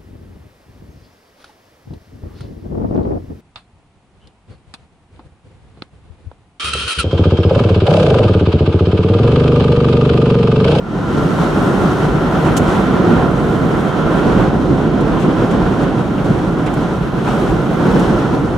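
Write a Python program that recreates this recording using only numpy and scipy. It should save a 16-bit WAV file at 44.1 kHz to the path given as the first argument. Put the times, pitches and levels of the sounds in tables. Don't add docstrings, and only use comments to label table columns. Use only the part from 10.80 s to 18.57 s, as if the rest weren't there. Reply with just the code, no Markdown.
import sys
import numpy as np
from scipy import signal
from scipy.fft import rfft, irfft, next_fast_len
from scipy.io import wavfile

SR = 44100
rng = np.random.default_rng(int(sys.argv[2]) if len(sys.argv) > 2 else 0)


def wrap_up_sound(samples):
    columns = np.atleast_2d(samples).T
    tamed = np.clip(columns, -1, 1)
    steps = np.round(tamed * 32767).astype(np.int16)
    wavfile.write(sys.argv[1], SR, steps)


N = 342657

# time_s, rush_db, roar_over_rush_db, hiss_over_rush_db
GUSTS = [(0.4, -23, 7.5, -22), (0.62, -21.5, 5.5, -21.5), (1.1, -22, 6.5, -22), (1.5, -21.5, 8.5, -24.5),
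         (1.9, -19, 5.5, -23), (2.1, -21, 8, -24.5), (2.36, -20, 7.5, -26.5), (2.56, -24, 8, -24),
         (3.15, -22.5, 5.5, -25), (3.45, -20, 6, -25.5), (3.63, -19.5, 6, -25.5), (3.73, -25, 11, -23.5),
         (4.2, -23.5, 10.5, -25), (4.55, -23.5, 7.5, -25), (4.8, -21.5, 8.5, -26), (5.05, -24, 9, -24.5),
         (5.3, -26.5, 9, -24.5), (5.5, -24.5, 9, -23.5), (5.75, -26.5, 8, -25), (6.05, -23.5, 7, -23.5),
         (6.3, -27.5, 10.5, -23.5), (6.42, -23.5, 8.5, -23.5), (6.52, -21.5, 7, -22.5),
         (6.88, -25, 8.5, -22), (7.05, -22.5, 8.5, -23), (7.17, -19, 7.5, -22.5), (7.26, -21.5, 6.5, -22),
         (7.38, -21, 6.5, -23), (7.58, -24.5, 11.5, -23), (7.77, -26.5, 9, -27)]
# frequency_hz, correlation (0-1)
PORT_CORRELATION = [(25, .99), (42, 0.93), (65, 0.83), (130, 0.92), (290, 0.87), (640, 0.72), (1300, 0.8),
                    (2200, 0), (3300, 0.56), (6800, 0.52), (15000, 0.67)]


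def wind():
    # frequency_hz, density_db
    turbulence = [(11, -46), (18, -29), (42, -6.5), (85, -7.5), (150, 2.5), (243, -3.5), (313, -3.5),
                  (820, -14.5), (1400, -22), (1810, -25.5), (2470, -31.5), (3190, -31.5), (4740, -45),
                  (9890, -59), (15600, -73)]
    # centre_hz, width_hz, lift_db
    cavities = [(184, 58, 3), (307, 250, 3.5), (747, 53, 3.5), (1037, 200, 3.5), (1335, 170, 5),
                (1490, 150, 5.5), (3550, 90, 1), (4050, 200, 1), (4830, 500, -1), (5700, 600, 3),
                (6600, 400, 2.5), (7200, 300, -1.5), (8200, 130, 1.5), (9100, 300, 1), (10030, 150, 3)]
    # low_hz, high_hz
    eddy_bands = [(25, 100), (100, 220), (220, 560), (560, 1900), (2200, 4600), (4600, 9000), (9000, 15000)]
    # frequency_hz, shared_db, own_db
    flicker = [(30, 0, 1), (300, 0.9, 0.35), (2000, 0.8, 0.35), (12000, 0.7, 0.9)]
    size = next_fast_len(N)
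    hz = bin_frequencies(size)
    colour_db = at_hz(turbulence, hz)
    for centre_hz, width_hz, lift_db in cavities:
        colour_db = colour_db + lift_db * resonance(hz, centre_hz, width_hz)
    pressure = from_db(colour_db) * stereo_noise(hz, size, at_hz(PORT_CORRELATION, hz))
    power = 2 * np.abs(pressure.mean(0)) ** 2 / size ** 2
    eddy_gains_db = [level_db - 10 * np.log10(power[(hz > low) & (hz < high)].sum())
                     for level_db, (low, high) in zip(eddy_levels(), eddy_bands)]
    eddy_octaves = np.log2([np.sqrt(low * high) for low, high in eddy_bands])
    eddies = np.arange(len(eddy_bands))
    shared_drift = drift(corner_hz=14.6)
    out, step_octaves = 0, .7
    for octave in np.arange(4, 14.6, step_octaves):
        band = np.clip(1 - np.abs(np.log2(hz) - octave) / step_octaves, 0, 1)
        place = np.interp(octave, eddy_octaves, eddies)
        weights = np.clip(1 - np.abs(place - eddies), 0, 1)
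        shared_db, own_db = at_hz(flicker, 2 ** octave)
        gain_db = weights @ eddy_gains_db + shared_db * shared_drift + own_db * drift(corner_hz=3.0)
        out = out + from_db(gain_db) * irfft(band * pressure, size)[:, :N]
    return out


def eddy_levels():
    # time_s, deep_over_roar_db, upper_over_roar_db
    roar_halves = [(0, -2, -2), (1.1, -2.5, -1), (1.6, -6.5, -4), (2.3, -4, -1), (2.9, -0.5, -0.5),
                   (3.5, -5, -2.5), (4.0, -5, -2), (4.7, -2, -1.5), (5.1, -5, -2.5), (5.5, -3, -1.5),
                   (5.9, -2, -2.5), (6.3, -4.5, -4.5), (6.6, -4.5, -3), (7.1, -3.5, -1), (7.4, -3.5, -3),
                   (7.77, -5, -2.5)]
    # time_s, buffet_over_roar_db, finest_over_hiss_db
    extremes = [(0, -9, -12.5), (.6, -11, -8.5), (1.2, -13.5, -7), (1.9, -11, -8), (2.6, -8, -6.5),
                (3.2, -15, -7), (3.8, -11, -11), (4.4, -10, -9), (4.9, -13, -8.5), (5.5, -8.5, -8.5),
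                (6.0, -10, -7), (6.6, -11.5, -8), (7.0, -13, -8.5), (7.2, -14, -8.5), (7.45, -17, -11),
                (7.77, -6, -5)]
    rush, roar_over, hiss_over = in_time(GUSTS)
    roar, hiss = rush + roar_over, rush + hiss_over
    deep, upper = in_time(roar_halves)
    buffet_over, finest_over = in_time(extremes)
    roar_lift, buffet_lift = shoves()
    swing = 0.97 * rush + 0.03 * hiss
    whoosh = -40 + swing - swing.mean()
    return [roar + buffet_lift + buffet_over, roar + roar_lift + deep, roar + roar_lift + upper,
            rush, whoosh, hiss, hiss + finest_over]


def shoves():
    # time_s, roar_lift_db, buffet_lift_db
    impacts = [(.46, 1.5, 2), (.89, 0.5, -5), (1.05, 0.5, 4), (1.33, 2, 6), (1.69, 4, 0), (1.82, 3.5, 7),
               (2.2, 3, -2), (2.29, 1.5, -3), (2.4, 0, 3), (2.47, 0.5, -2), (2.84, 2.5, 6), (3.27, 2.5, 9),
               (3.48, 6.5, 5), (3.58, 3.5, 8), (3.92, 5, 5), (4.47, 4.5, -5), (4.88, -1.5, 5),
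               (5.5, 1.5, 5), (5.66, -1, 8), (6.0, 3, 3), (6.74, 2, 10), (7.09, 1, -0.5), (7.18, 3.5, 4),
               (7.33, 4.5, 9)]
    centres_s, *lifts_db = np.transpose(impacts)
    t = np.arange(0, N + 64, 64) / SR
    curves = []
    for lift_db, width_s in zip(lifts_db, (0.025, .05)):
        bells = np.exp(-.5 * ((t - centres_s[:, None]) / width_s) ** 2)
        curves.append(np.interp(np.arange(N) / SR, t, lift_db @ bells))
    return curves


def thumps():
    # centre_s, envelope_peak_db, pitch_hz
    pulses = [(4.482, -6, 190), (5.5085, 0, 160), (7.087, -7, 140), (7.33, -8, 140)]
    out, width_cycles = 0, .55
    for centre_s, peak_db, pitch_hz in pulses:
        cycles = (np.arange(N) / SR - centre_s) * pitch_hz
        envelope = from_db(peak_db) * np.exp(-.5 * (cycles / width_cycles) ** 2)
        out = out + envelope * np.sin(2 * np.pi * cycles)
    return out


def flaps():
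    # start_s, peak_db, hold_s, tilt_db_per_octave
    snaps = [(1.6594, -15, 0.035, 0.5), (4.4194, -25, 0.016, 8), (5.378, -24, 0.022, 5.5),
             (5.8634, -17.5, 0.02, 5.5), (6.464, -14, 0.025, 0)]
    # frequency_hz, density_db
    colour = [(410, -35), (700, 2.5), (997, 2), (1740, -13.5), (2250, -16.5), (2680, -14.5), (5000, -41),
              (6500, -68), (11000, -120)]
    return bursts(snaps, colour, pivot_hz=1800, correlation=.6, tail_db=-10.0)


def spray():
    # start_s, peak_db, hold_s, tilt_db_per_octave
    handfuls = [(1.648, -29, .03, -5.5), (1.766, -14, 0.013, -1.5), (4.205, -37, .01, 0),
                (4.395, -27, 0.038, -6.5), (4.707, -29, .016, -6), (5.01, -40, .03, 0),
                (5.4425, -30, .025, -6), (5.72, -44, .006, 8), (5.859, -33, .016, -3),
                (5.891, -53, .003, 2), (5.938, -31, 0.0045, 2), (6.475, -34, .02, -4),
                (7.193, -29.5, 0.01, -1)]
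    # frequency_hz, density_db
    colour = [(1060, -36), (1800, -8), (2490, -5), (3150, -3), (4900, -8.5), (5800, -2.5), (7500, 0),
              (10000, -6), (12000, -13), (15600, -14)]
    return bursts(handfuls, colour, pivot_hz=7000, correlation=0.37, tail_db=-21.0)


def whistle():
    # centre_hz, width_hz, relative_db, change_after_veer_db
    modes = [(1015, 39, -5, -2.5), (1284, 190, -1.5, -12.5), (1377, 53, -0.5, -5), (1790, 490, -9.5, -15),
             (3130, 60, -17.5, -3), (4120, 150, -28, -4)]
    veer_start_s, veer_length_s = 3.4, 0.097
    veered = np.clip((np.arange(N) / SR - veer_start_s) / veer_length_s, 0, 1)
    size = next_fast_len(N)
    hz = bin_frequencies(size)
    out = 0
    for centre_hz, width_hz, level_db, veer_db in modes:
        noise = stereo_noise(hz, size, at_hz(PORT_CORRELATION, hz))
        tone = irfft(resonance(hz, centre_hz, width_hz) * noise, size)[:, :N]
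        out = out + from_db(level_db + veer_db * veered) * tone / tone.std()
    rush_db = in_time(GUSTS)[0]
    return from_db(-33 + 0.7 * (rush_db - rush_db.mean())) * out


def grit():
    grains_per_s, t60_s, band_hz = 8, .02, [5000, 14500]
    arrivals = rng.random(N) < grains_per_s / SR
    strength_db = -58 + 3 * np.minimum(rng.exponential(1, N), 3)
    hits = arrivals * from_db(strength_db)
    envelope = signal.lfilter([1], [1, -from_db(-60 / (t60_s * SR))], hits + 1e-18)
    bandpass = signal.butter(2, band_hz, "band", fs=SR, output="sos")
    bright = signal.sosfilt(bandpass, rng.standard_normal((2, N)))
    return envelope * (bright + bright[0]) / 2


def bursts(events, colour, pivot_hz, correlation, tail_db):
    attack_s, drop_t60_s, tail_t60_s = 0.0018, 0.039, 0.35
    crest_db = 9
    out, size = np.zeros((2, N)), 16384
    t = np.arange(size) / SR
    hz = bin_frequencies(size)
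    for start_s, peak_db, hold_s, tilt in events:
        shape_db = at_hz(colour, hz) + tilt * np.log2(hz / pivot_hz)
        noise = irfft(from_db(shape_db) * stereo_noise(hz, size, correlation), size)
        decay_s = np.clip(t - hold_s, 0, None)
        decay = from_db(-60 * decay_s / drop_t60_s) + from_db(tail_db - 60 * decay_s / tail_t60_s)
        envelope = np.clip(t / attack_s, 0, 1) * decay
        burst = from_db(peak_db - crest_db) * envelope * noise / noise.std()
        start = round(start_s * SR)
        out[:, start:start + size] += burst[:, :N - start]
    return out


def stereo_noise(hz, size, correlation):
    # frequency_hz, left_minus_right_db
    imbalance = [(30, 1), (60, -2.5), (120, -1.5), (240, -2), (480, -1.5), (950, -1.5), (1890, -1),
                 (3770, 0.5), (7520, -0.5), (15000, 0)]
    mid, side = rfft(rng.standard_normal((2, size)))
    correlation = np.clip(correlation, 0, 1)
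    pair = np.sqrt(1 + correlation) * mid + np.sqrt(1 - correlation) * side * [[1], [-1]]
    lean = from_db(at_hz(imbalance, hz) / 2)
    return pair * [lean, 1 / lean]


def drift(corner_hz):
    hop, settling_steps = 40, 2000
    pole = np.exp(-2 * np.pi * corner_hz * hop / SR)
    noise = rng.standard_normal(N // hop + settling_steps + 2)
    slow = signal.lfilter([1], [1, -2 * pole, pole * pole], noise)[settling_steps:]
    return np.interp(np.arange(N) / hop, np.arange(len(slow)), slow / slow.std())


def resonance(hz, centre_hz, width_hz):
    return 1 / (1 + (2 * (hz - centre_hz) / width_hz) ** 2)


def bin_frequencies(size):
    return np.maximum(np.arange(size // 2 + 1) * SR / size, 1)


def from_db(db):
    return 10 ** (np.asarray(db) / 20)


def at_hz(points, hz):
    points_hz, *columns = np.transpose(points)
    return np.squeeze([np.interp(np.log(hz), np.log(points_hz), column) for column in columns])


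def in_time(rows):
    times_s, *columns = np.transpose(rows)
    return [np.interp(np.arange(N) / SR, times_s, column) for column in columns]


def scene():
    # time_s, left_minus_right_db
    balance = [(0, -1), (1.5, -0.5), (2.2, -2), (5.0, -1.8), (6.0, -1.6), (7.1, -1.5), (7.77, -1)]
    lean_db, = in_time(balance)
    swing = from_db((lean_db - lean_db.mean()) / 2 * [[1], [-1]])
    return swing * (wind() + whistle()) + spray() + grit() + flaps() + thumps()


def record(dry):
    fade_s, fade_from_db = 0.39, -12.5
    saturation_level, cutoff_hz = 1.05, 15760
    fade_left = np.clip(1 - np.arange(N) / SR / fade_s, 0, 1)
    faded = dry * from_db(fade_from_db * fade_left ** 1.37)
    rounded = faded / (1 + np.abs(faded / saturation_level) ** 8) ** .125
    lowpass = signal.ellip(14, .3, 80, cutoff_hz, fs=SR, output="sos")
    return np.clip(signal.sosfilt(lowpass, rounded), -1, 1)


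dry = scene()
out = record(dry)
wrap_up_sound(out)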